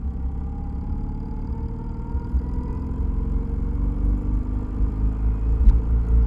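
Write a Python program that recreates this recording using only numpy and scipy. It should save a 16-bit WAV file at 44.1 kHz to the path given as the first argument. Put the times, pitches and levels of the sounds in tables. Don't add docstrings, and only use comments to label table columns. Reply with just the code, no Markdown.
import sys
import numpy as np
from scipy import signal
from scipy.fft import rfft, irfft, next_fast_len
from scipy.io import wavfile
from scipy.ndimage import uniform_filter1d

SR = 44100
rng = np.random.default_rng(int(sys.argv[2]) if len(sys.argv) > 2 else 0)


def generate_wav(sig):
    pcm = np.round(np.clip(np.atleast_2d(sig).T, -1, 1) * 32767).astype(np.int16)
    wavfile.write(sys.argv[1], SR, pcm)


def field_ratio(decibels):
    return 10 ** (np.asarray(decibels, dtype=float) / 20)


N = 276066


def level(x, db):
    return x * field_ratio(db) / np.sqrt(np.mean(x ** 2))


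def curve(table):
    s, *columns = np.transpose(table)
    return [np.interp(np.arange(N) / SR, s, c) for c in columns]


def colour(x, points):
    size = next_fast_len(N + SR)
    hz, db = np.transpose(points)
    bins_hz = np.arange(size // 2 + 1) * SR / size
    gain = field_ratio(np.interp(np.log(bins_hz + 1), np.log(hz), db))
    return irfft(rfft(x, size) * gain, size)[:N]


def band(x, hz, width):
    return signal.lfilter(*signal.iirpeak(hz, hz / width, SR), x)


def steep(x, hz, width):
    return band(band(x, hz, width), hz, width)


def walk(rate):
    held = np.repeat(rng.standard_normal(int(N / SR * rate) + 2), 16)
    slewed = uniform_filter1d(uniform_filter1d(held, size=16), size=16)
    return 1.3 * np.interp(np.arange(N) * 16 * rate / SR, np.arange(len(held)), slewed)


def lifts(x, table):
    at = np.linspace(x.min(), x.max(), num=600)
    db_at = sum(db * np.exp(-(2 * (at - centre) / width) ** 2) for centre, width, db in table)
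    return np.interp(x, at, db_at)


def grown(hz, db, per_octave_db):
    return db + per_octave_db * np.log2(hz / 44)


def past(x, edge, soft):
    return .5 + .5 * np.tanh((x - edge) / soft)


def burst(since, decay):
    return since / decay * np.exp(1 - since / decay)


def add_at(out, s, sound):
    i = int(s * SR)
    out[i:i + len(sound)] += sound


def puffs(turns, every, at, decay, scatter_db, jitter):
    place = (turns - at) / every + 1
    chance = rng.standard_normal((int(place[-1]) + 2, 2))
    k = place.astype(int)
    late = jitter * (2 + np.clip(chance[k, 0], -2, 2))
    since = np.maximum((place - k) * every - late, 0)
    return field_ratio(scatter_db * chance[k, 1]) * burst(since, decay)


def road(hz):
    # Hz, level in dB per Hz.
    asphalt = [(8.8, -35.5), (15, -12), (43, -4), (71, -7), (100, -17), (145, -20), (250, -21), (284, -22),
               (318, -31), (380, -30), (453, -25), (491, -30), (559, -45), (910, -61.5), (1540, -120)]
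    # centre in seconds, length in seconds, extra level in dB.
    rough = [
        (1.203, 0.32, -2),
        (2.747, 0.54, 3.5),
        (3.898, 0.76, -1),
        (5.202, 0.35, -4.5),
        (5.675, 0.47, 2),
    ]
    # start in seconds, peak in dB, ring in Hz.
    bumps = [(0.048, -14, 71), (0.223, -16, 54), (0.371, -17, 33.7), (0.661, -35, 53), (0.76, -22.5, 72),
             (0.887, -18.5, 73.3), (1.287, -18, 65), (1.467, -15, 62), (1.618, -17, 65), (1.858, -16.5, 65),
             (2.134, -12.5, 67.6), (2.22, -24.5, 105), (2.333, -8, 63.2), (2.978, -14.5, 40.6),
             (5.59, -7, 64.5), (5.63, -23, 206.4), (5.656, 0.5, 44), (5.721, -11.5, 62.5)]
    rumble_db = grown(hz, -32.5, 7.5) + lifts(np.arange(N) / SR, rough)
    rumble = level(colour(rng.standard_normal(N), asphalt), 0)
    out = field_ratio(rumble_db + 0.094 * walk(12.0)) * rumble
    t = np.arange(int(.3 * SR)) / SR
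    swell = (t / 0.043 * np.exp(1 - t / 0.027)) ** 2
    for s, db, ring_hz in bumps:
        add_at(out, s, field_ratio(db + 1.5) * swell * np.sin(2 * np.pi * ring_hz * t))
    return out


def thunk():
    t = np.maximum(np.arange(N) / SR - 5.711, 0)
    return field_ratio(-32) * burst(t, .0016) * np.sin(2 * np.pi * 900 * t)


def rattles():
    # start in seconds, peak in dB, treble share in dB.
    knocks = [(5.496, -54, -7), (5.554, -41, -26), (5.561, -58, -2), (5.608, -43, -14), (5.6531, -43, -34),
              (5.6648, -37, -30), (5.6875, -28, -32), (5.687, -52, -17), (5.6978, -28, -35),
              (5.7, -55, -24), (5.7138, -55, -31), (5.7313, -56, -14), (5.7508, -54, -10),
              (5.7797, -54, -20.5), (5.7877, -44, -27.5), (6.069, -51, -3), (6.1167, -47, -8),
              (6.1777, -47, -7), (6.231, -45, -14)]
    out = np.zeros(N + SR)
    t = np.arange(int(0.071 * SR)) / SR
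    for s, db, treble_db in knocks:
        crack = rng.standard_normal(len(t)) * np.exp(-t / .0022)
        body = band(crack, 1600, 1200) + 0.21 * steep(crack, 3800, 2000)
        treble = field_ratio(treble_db) * steep(crack, 9000, 9000)
        add_at(out, s, field_ratio(db - 0.5) * (body + treble))
    return out[:N]


def clicks():
    # start in seconds, peak in dB, share of the lower resonance in dB.
    snaps = [(2.1973, -63, 0), (2.318, -56, -9), (2.3669, -56, -1), (2.4183, -64, -11), (2.4911, -59, -10),
             (2.5156, -59, -1), (2.5393, -56, -1), (2.5615, -64, -7), (2.6347, -55.5, -1), (2.7281, -54, 0),
             (2.7505, -61, -1), (2.8683, -54, -6), (2.914, -60, 3), (2.9601, -64, -2), (3.006, -58, -1),
             (3.0967, -64, -6), (3.1411, -57.5, -6), (3.32, -59, 1), (3.4519, -60, -4), (3.5392, -60, -8),
             (3.6679, -57.5, -8), (3.7533, -55, -14), (3.8465, -64, -6), (3.8465, -57, -12),
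             (3.9209, -62, -8), (3.9628, -57, -10), (4.0541, -49, -11), (4.096, -55, -4), (4.1284, -55, -7),
             (4.1778, -74, 5), (4.1778, -54, -7), (4.2203, -56, -6), (4.2606, -56, -6), (4.341, -52, -4),
             (4.3713, -53, -9), (4.5405, -71, -2), (4.5405, -57, -11), (4.61, -57, -9), (4.728, -60, -12),
             (4.766, -59, -14), (4.9211, -58, -16), (4.9585, -62, -8), (5.1257, -55, -4), (5.3481, -60, -5),
             (5.412, -58, -4), (5.4968, -56, -4), (5.5247, -59.5, 1), (5.607, -71, -4), (5.607, -52, -17),
             (5.6539, -66, 0), (5.6869, -67, 0), (5.7273, -57, -11), (5.7512, -55, -8), (5.8535, -63, -7),
             (5.9069, -53.5, -15), (5.923, -57, -9.5), (6.0685, -62, -12), (6.086, -54, -3),
             (6.1049, -65, -13), (6.1778, -56, -8)]
    out = np.zeros(N)
    t = np.arange(int(.012 * SR)) / SR
    for s, db, lower_db in snaps:
        crack = burst(t, .0005) * rng.standard_normal(len(t))
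        lower = field_ratio(lower_db + 6) * steep(crack, 6900, 2200)
        add_at(out, s, field_ratio(db + 4) * (steep(crack, 10700, 2300) + lower))
    return out


def pings():
    # start in seconds, peak in dB, pitch in Hz.
    strikes = [(0.5793, -66, 4850), (0.6366, -62, 4700), (0.693, -59, 4640), (0.7505, -61, 4660),
               (0.8092, -59, 4640), (0.8661, -63, 4730), (0.923, -60, 4840), (0.9764, -63, 4900),
               (1.0352, -59, 4800), (1.0881, -58, 4700), (1.1465, -56, 4800), (1.2014, -53.5, 4820),
               (1.2542, -56, 4730), (1.3095, -54.5, 4780), (1.365, -61, 4860), (1.4149, -58, 4720),
               (1.472, -52, 4810), (1.5256, -54, 4840), (1.5785, -60, 4830), (1.6289, -58, 4840),
               (1.6838, -54.5, 4860), (1.7361, -73, 4690), (1.785, -65, 4820), (1.8404, -59, 4920),
               (1.8918, -56, 4850), (1.9402, -56, 4770), (1.9906, -60, 5010), (2.0953, -58, 4830),
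               (2.1457, -61, 4600), (2.1951, -56, 4900), (2.2445, -52.5, 4800), (2.2949, -58, 5020),
               (2.3398, -67, 4580), (2.3892, -52, 4820), (2.4375, -63, 4860), (2.4889, -54, 4830),
               (2.5373, -53, 4990), (2.5847, -60, 4820), (2.6321, -56, 4820), (2.68, -56, 4820),
               (2.7274, -58, 4880), (2.7718, -65, 5110), (2.8207, -56, 4830), (2.8671, -63, 4790),
               (2.9379, -68, 4940)]
    out = np.zeros(N)
    t = np.arange(int(.02 * SR)) / SR
    for s, db, hz in strikes:
        rasp = .6 * band(rng.standard_normal(len(t)), 4900, 1400)
        add_at(out, s, field_ratio(db - 3.0) * burst(t, 0.0018) * (np.cos(2 * np.pi * hz * t) + rasp))
    return out


def valves(turns, hz):
    # centre in Hz, width in Hz, level in dB.
    cover = [(3200, 350, 4.5), (4310, 890, -2), (5040, 780, 0), (6470, 820, -4.5), (7330, 1150, -1),
             (9200, 3600, -12), (11140, 670, -9), (12400, 1300, -18)]
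    # crank Hz, width in Hz, lift in dB.
    buzz = [(41, 1.5, 5), (49.5, 2, 0)]
    shared = puffs(turns, 1, .38, .035, 2.5, .03)
    ticks = 0
    for centre_hz, width, db in cover:
        own = .8 * puffs(turns, 1, .25, .08, 3.0, .035)
        gate = .4 * shared + own + .42 * field_ratio(2.5 * walk(90))
        ticks = ticks + field_ratio(db) * steep(gate * rng.standard_normal(N), centre_hz, width)

    struck = .3 * puffs(turns, 2, .3, .07, 3.0, .03)
    pitch_hz = 4800 + 70 * walk(51)
    tone = np.cos(2 * np.pi * np.cumsum(pitch_hz) / SR) + .5 * rng.standard_normal(N)
    ping = steep(struck * tone, 4880, 700)
    pinging = past(hz, 34.6, .7) * (1 - past(hz, 43.3, .3))
    ping_db = -74 - 20 * (1 - pinging)

    knock = (.7 * shared + puffs(turns, 2, 1.74, .025, 3.0, .02) + .25) * rng.standard_normal(N)
    click = steep(knock, 10670, 2600) + .5 * steep(knock, 4400, 1200) + 1.0 * steep(knock, 4500, 2000)
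    loose_db = 6 * past(hz, 40.5, .4)
    click_db = grown(hz, -88, 2.5) + loose_db + lifts(hz, buzz)

    out = field_ratio(grown(hz, -80, 6)) * level(ticks, 7.13)
    return out + field_ratio(ping_db) * level(ping, -8.5) + field_ratio(click_db) * level(click, 0.8)


def clatter(turns, hz):
    # centre in Hz, width in Hz, level in dB.
    housing = [(485.5, 35, -2.5), (678, 530, -6), (802, 180, -4.5), (948, 200, 1), (1120, 500, -10.5),
               (1211, 72, -4.5), (1392, 124, -6.5), (1534, 310, -14.5), (1630, 350, -24),
               (1958, 160, -22.5), (2158, 370, -17), (2600, 820, -24)]
    throb = 1 + 0.34 * np.cos(2 * np.pi * (turns - .6)) + 0.08 * np.cos(np.pi * turns)
    rush = 0
    for centre_hz, width, db in housing:
        noise = steep(throb * rng.standard_normal(N), centre_hz, width)
        rush = rush + field_ratio(db + 0.52 * walk(8.1)) * noise
    return field_ratio(grown(hz, -55.5, 8.5)) * level(rush, 3.86)


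def panels():
    # centre in Hz, width in Hz, level in dB.
    plates = [(817, 110, -7.5), (872, 180, -8), (939, 128, -2), (1020, 200, -16), (1177, 210, -13),
              (1402, 140, -8), (1500, 200, -24), (1787, 120, -19.5), (1972, 180, -17), (2210, 340, -19.5),
              (2496, 220, -18), (2970, 500, -41.5)]
    at = np.linspace(500, 4000, num=700)
    power = 0
    for centre, width, db in plates:
        power = power + (field_ratio(db) / (1 + (2 * (at - centre) / width) ** 2) ** 2) ** 2
    return np.transpose([at, 10 * np.log10(power)])


def chain(turns, wheel):
    link_db = (-40.5, -49.5, -49.5, -54.5)
    crank = 2 * np.pi * turns
    ripple = .75 * np.sin(crank + 1.9) + .15 * np.sin(crank / 2) + .4 * np.sin(2 * crank)
    links = 11.66 * turns
    links = links + .1 * np.sin(wheel) + .035 * walk(7) + .02 * walk(22)
    slap = 1 + .3 * np.cos(crank + .4 * walk(6)) + .12 * np.cos(crank / 2) + .22 * walk(45)
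    whine = 0
    for k, db in enumerate(link_db):
        angle = 2 * np.pi * (k + 2) * links + ripple / (k + 1)
        whine = whine + field_ratio(db + 1.5 * walk(10)) * np.cos(angle)
    return colour(slap * whine, panels())


def drone(turns, wheel, uneven, multiple, db):
    swell = 1 + uneven / max(multiple, 1.)
    waver = .22 * np.sin(wheel) + .15 * walk(6.7)
    angle = 2 * np.pi * multiple * turns + waver + rng.uniform(0, 2 * np.pi)
    return field_ratio(db + .8 * walk(5)) * swell * np.cos(angle)


def engine(turns, wheel, hz):
    # time in seconds, load in dB.
    load = [(0.0, -7.5), (0.5, -5), (1.0, 1), (1.75, -4), (2.2, -1), (2.5, 1), (2.75, -1), (3.1, 2.5),
            (3.6, 3.5), (4.1, 7.5), (4.3, 3.5), (4.5, -3.5), (4.7, -3), (4.9, 1), (5.4, -1.5), (5.9, -0.5),
            (6.26, -2.5)]
    # multiple of crank speed, level in dB, rise in dB per octave of speed, share of load 0-1.1.
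    strong_orders = [(1, -27.5, 30, 0.45), (1.5, -38, 6, 0.91), (2, -33, 8.5, 0.3), (3, -37.5, -11, 1.1),
                     (4, -41.5, 7.5, 0.1), (5, -40, 3.5, 0.55), (6, -39, 3.5, 0.61), (.5, -44.5, 25, 0.2),
                     (2.5, -50, 9, 0.8), (3.5, -51, 8, 0.1), (4.5, -43.5, -5.5, 0.7),
                     (5.5, -50.5, -0.5, 0.2), (7, -46.5, -7, 0.1)]
    # multiple of crank speed, level in dB.
    weak_orders = [(6.5, -52), (7.5, -51), (8.0, -46.5), (8.5, -54.5), (9.0, -57), (9.5, -59),
                   (10.0, -51.5), (10.5, -55.5), (11.0, -58.5), (11.5, -54.5), (12.0, -52), (12.5, -59.5),
                   (13.0, -64), (13.5, -58.5), (14.0, -59.5), (14.5, -59.5), (15, -65.5), (16, -61.5),
                   (17, -72.5), (17.5, -71.5), (18, -64.5), (18.3, -50.5), (19, -68.5), (20, -69.5)]
    # centre in Hz, width in Hz, lift in dB.
    mount = [(34.94, 7.7, 9.5), (42.8, 1.4, -15.5), (44.3, 3.3, 2), (65, 10.4, 11.5), (81, 4.9, -8),
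             (91.6, 8.2, -6), (116, 10, 5), (145.9, 7.7, -6), (168.1, 28, 4), (200.3, 1.77, -18.5),
             (226.1, 12, 2.5), (254.6, 15, 5), (300.4, 21.4, 6), (352, 93, -14)]
    # Hz, gain in dB.
    frame = [(33.0, -14), (40.0, -5), (48.0, -7), (56.0, 8), (70.0, 18.5), (90.0, -6), (125.0, -7),
             (170.0, 10.5), (215.0, 7), (285.0, 4), (345.0, -3), (400.0, -14.5), (460.0, 8.5),
             (520.0, -12.5)]
    load_db = curve(load)[0]
    uneven = 0.5 * past(hz, 46, 1.7) * np.cos(wheel)
    weak = sum(drone(turns, wheel, uneven, multiple, db) for multiple, db in weak_orders)
    strong = 0
    for multiple, db, rise_db, share in strong_orders:
        order_db = grown(hz, db, rise_db) + share * load_db + lifts(multiple * hz, mount)
        strong = strong + drone(turns, wheel, uneven, multiple, order_db)
    return strong + colour(field_ratio(0.37 * load_db) * weak, frame)


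def scene():
    # time in seconds, crank turns in Hz.
    crank_speed = [(0.0, 32.16), (0.4, 33.89), (0.8, 35.18), (1.2, 36.43), (1.6, 37.9), (2.0, 39.35),
                   (2.4, 41.18), (2.8, 42.8), (3.2, 44.74), (3.6, 46.36), (4.0, 48.11), (4.4, 50.2),
                   (4.8, 51.45), (5.2, 52.95), (5.6, 54.36), (6.0, 55.98), (6.26, 56.64)]
    hz = curve(crank_speed)[0]
    turns = np.cumsum(hz) / SR
    wheel = 2 * np.pi * (turns / 12.15 - .46)
    ride = road(hz) + thunk() + rattles() + clicks() + pings()
    motor = valves(turns, hz) + clatter(turns, hz) + chain(turns, wheel) + engine(turns, wheel, hz)
    return (ride + motor)[None]


def band_limit(x):
    return signal.sosfilt(signal.butter(12, 15690, fs=SR, output="sos"), x)


def record(dry):
    heard = signal.sosfiltfilt(signal.butter(10, 15800, fs=SR, output="sos"), dry)
    body = signal.sosfiltfilt(signal.butter(20, 12900, fs=SR, output="sos"), heard)
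    hiss = field_ratio(-85) * steep(rng.standard_normal(N), 14600, 3500) * past(walk(70), 0, .2)
    top = heard - body + hiss
    flicker = .15 + .8 * past(walk(14), -.6, .1)
    return band_limit(body + top * flicker)


dry = scene()
out = record(dry)
generate_wav(out)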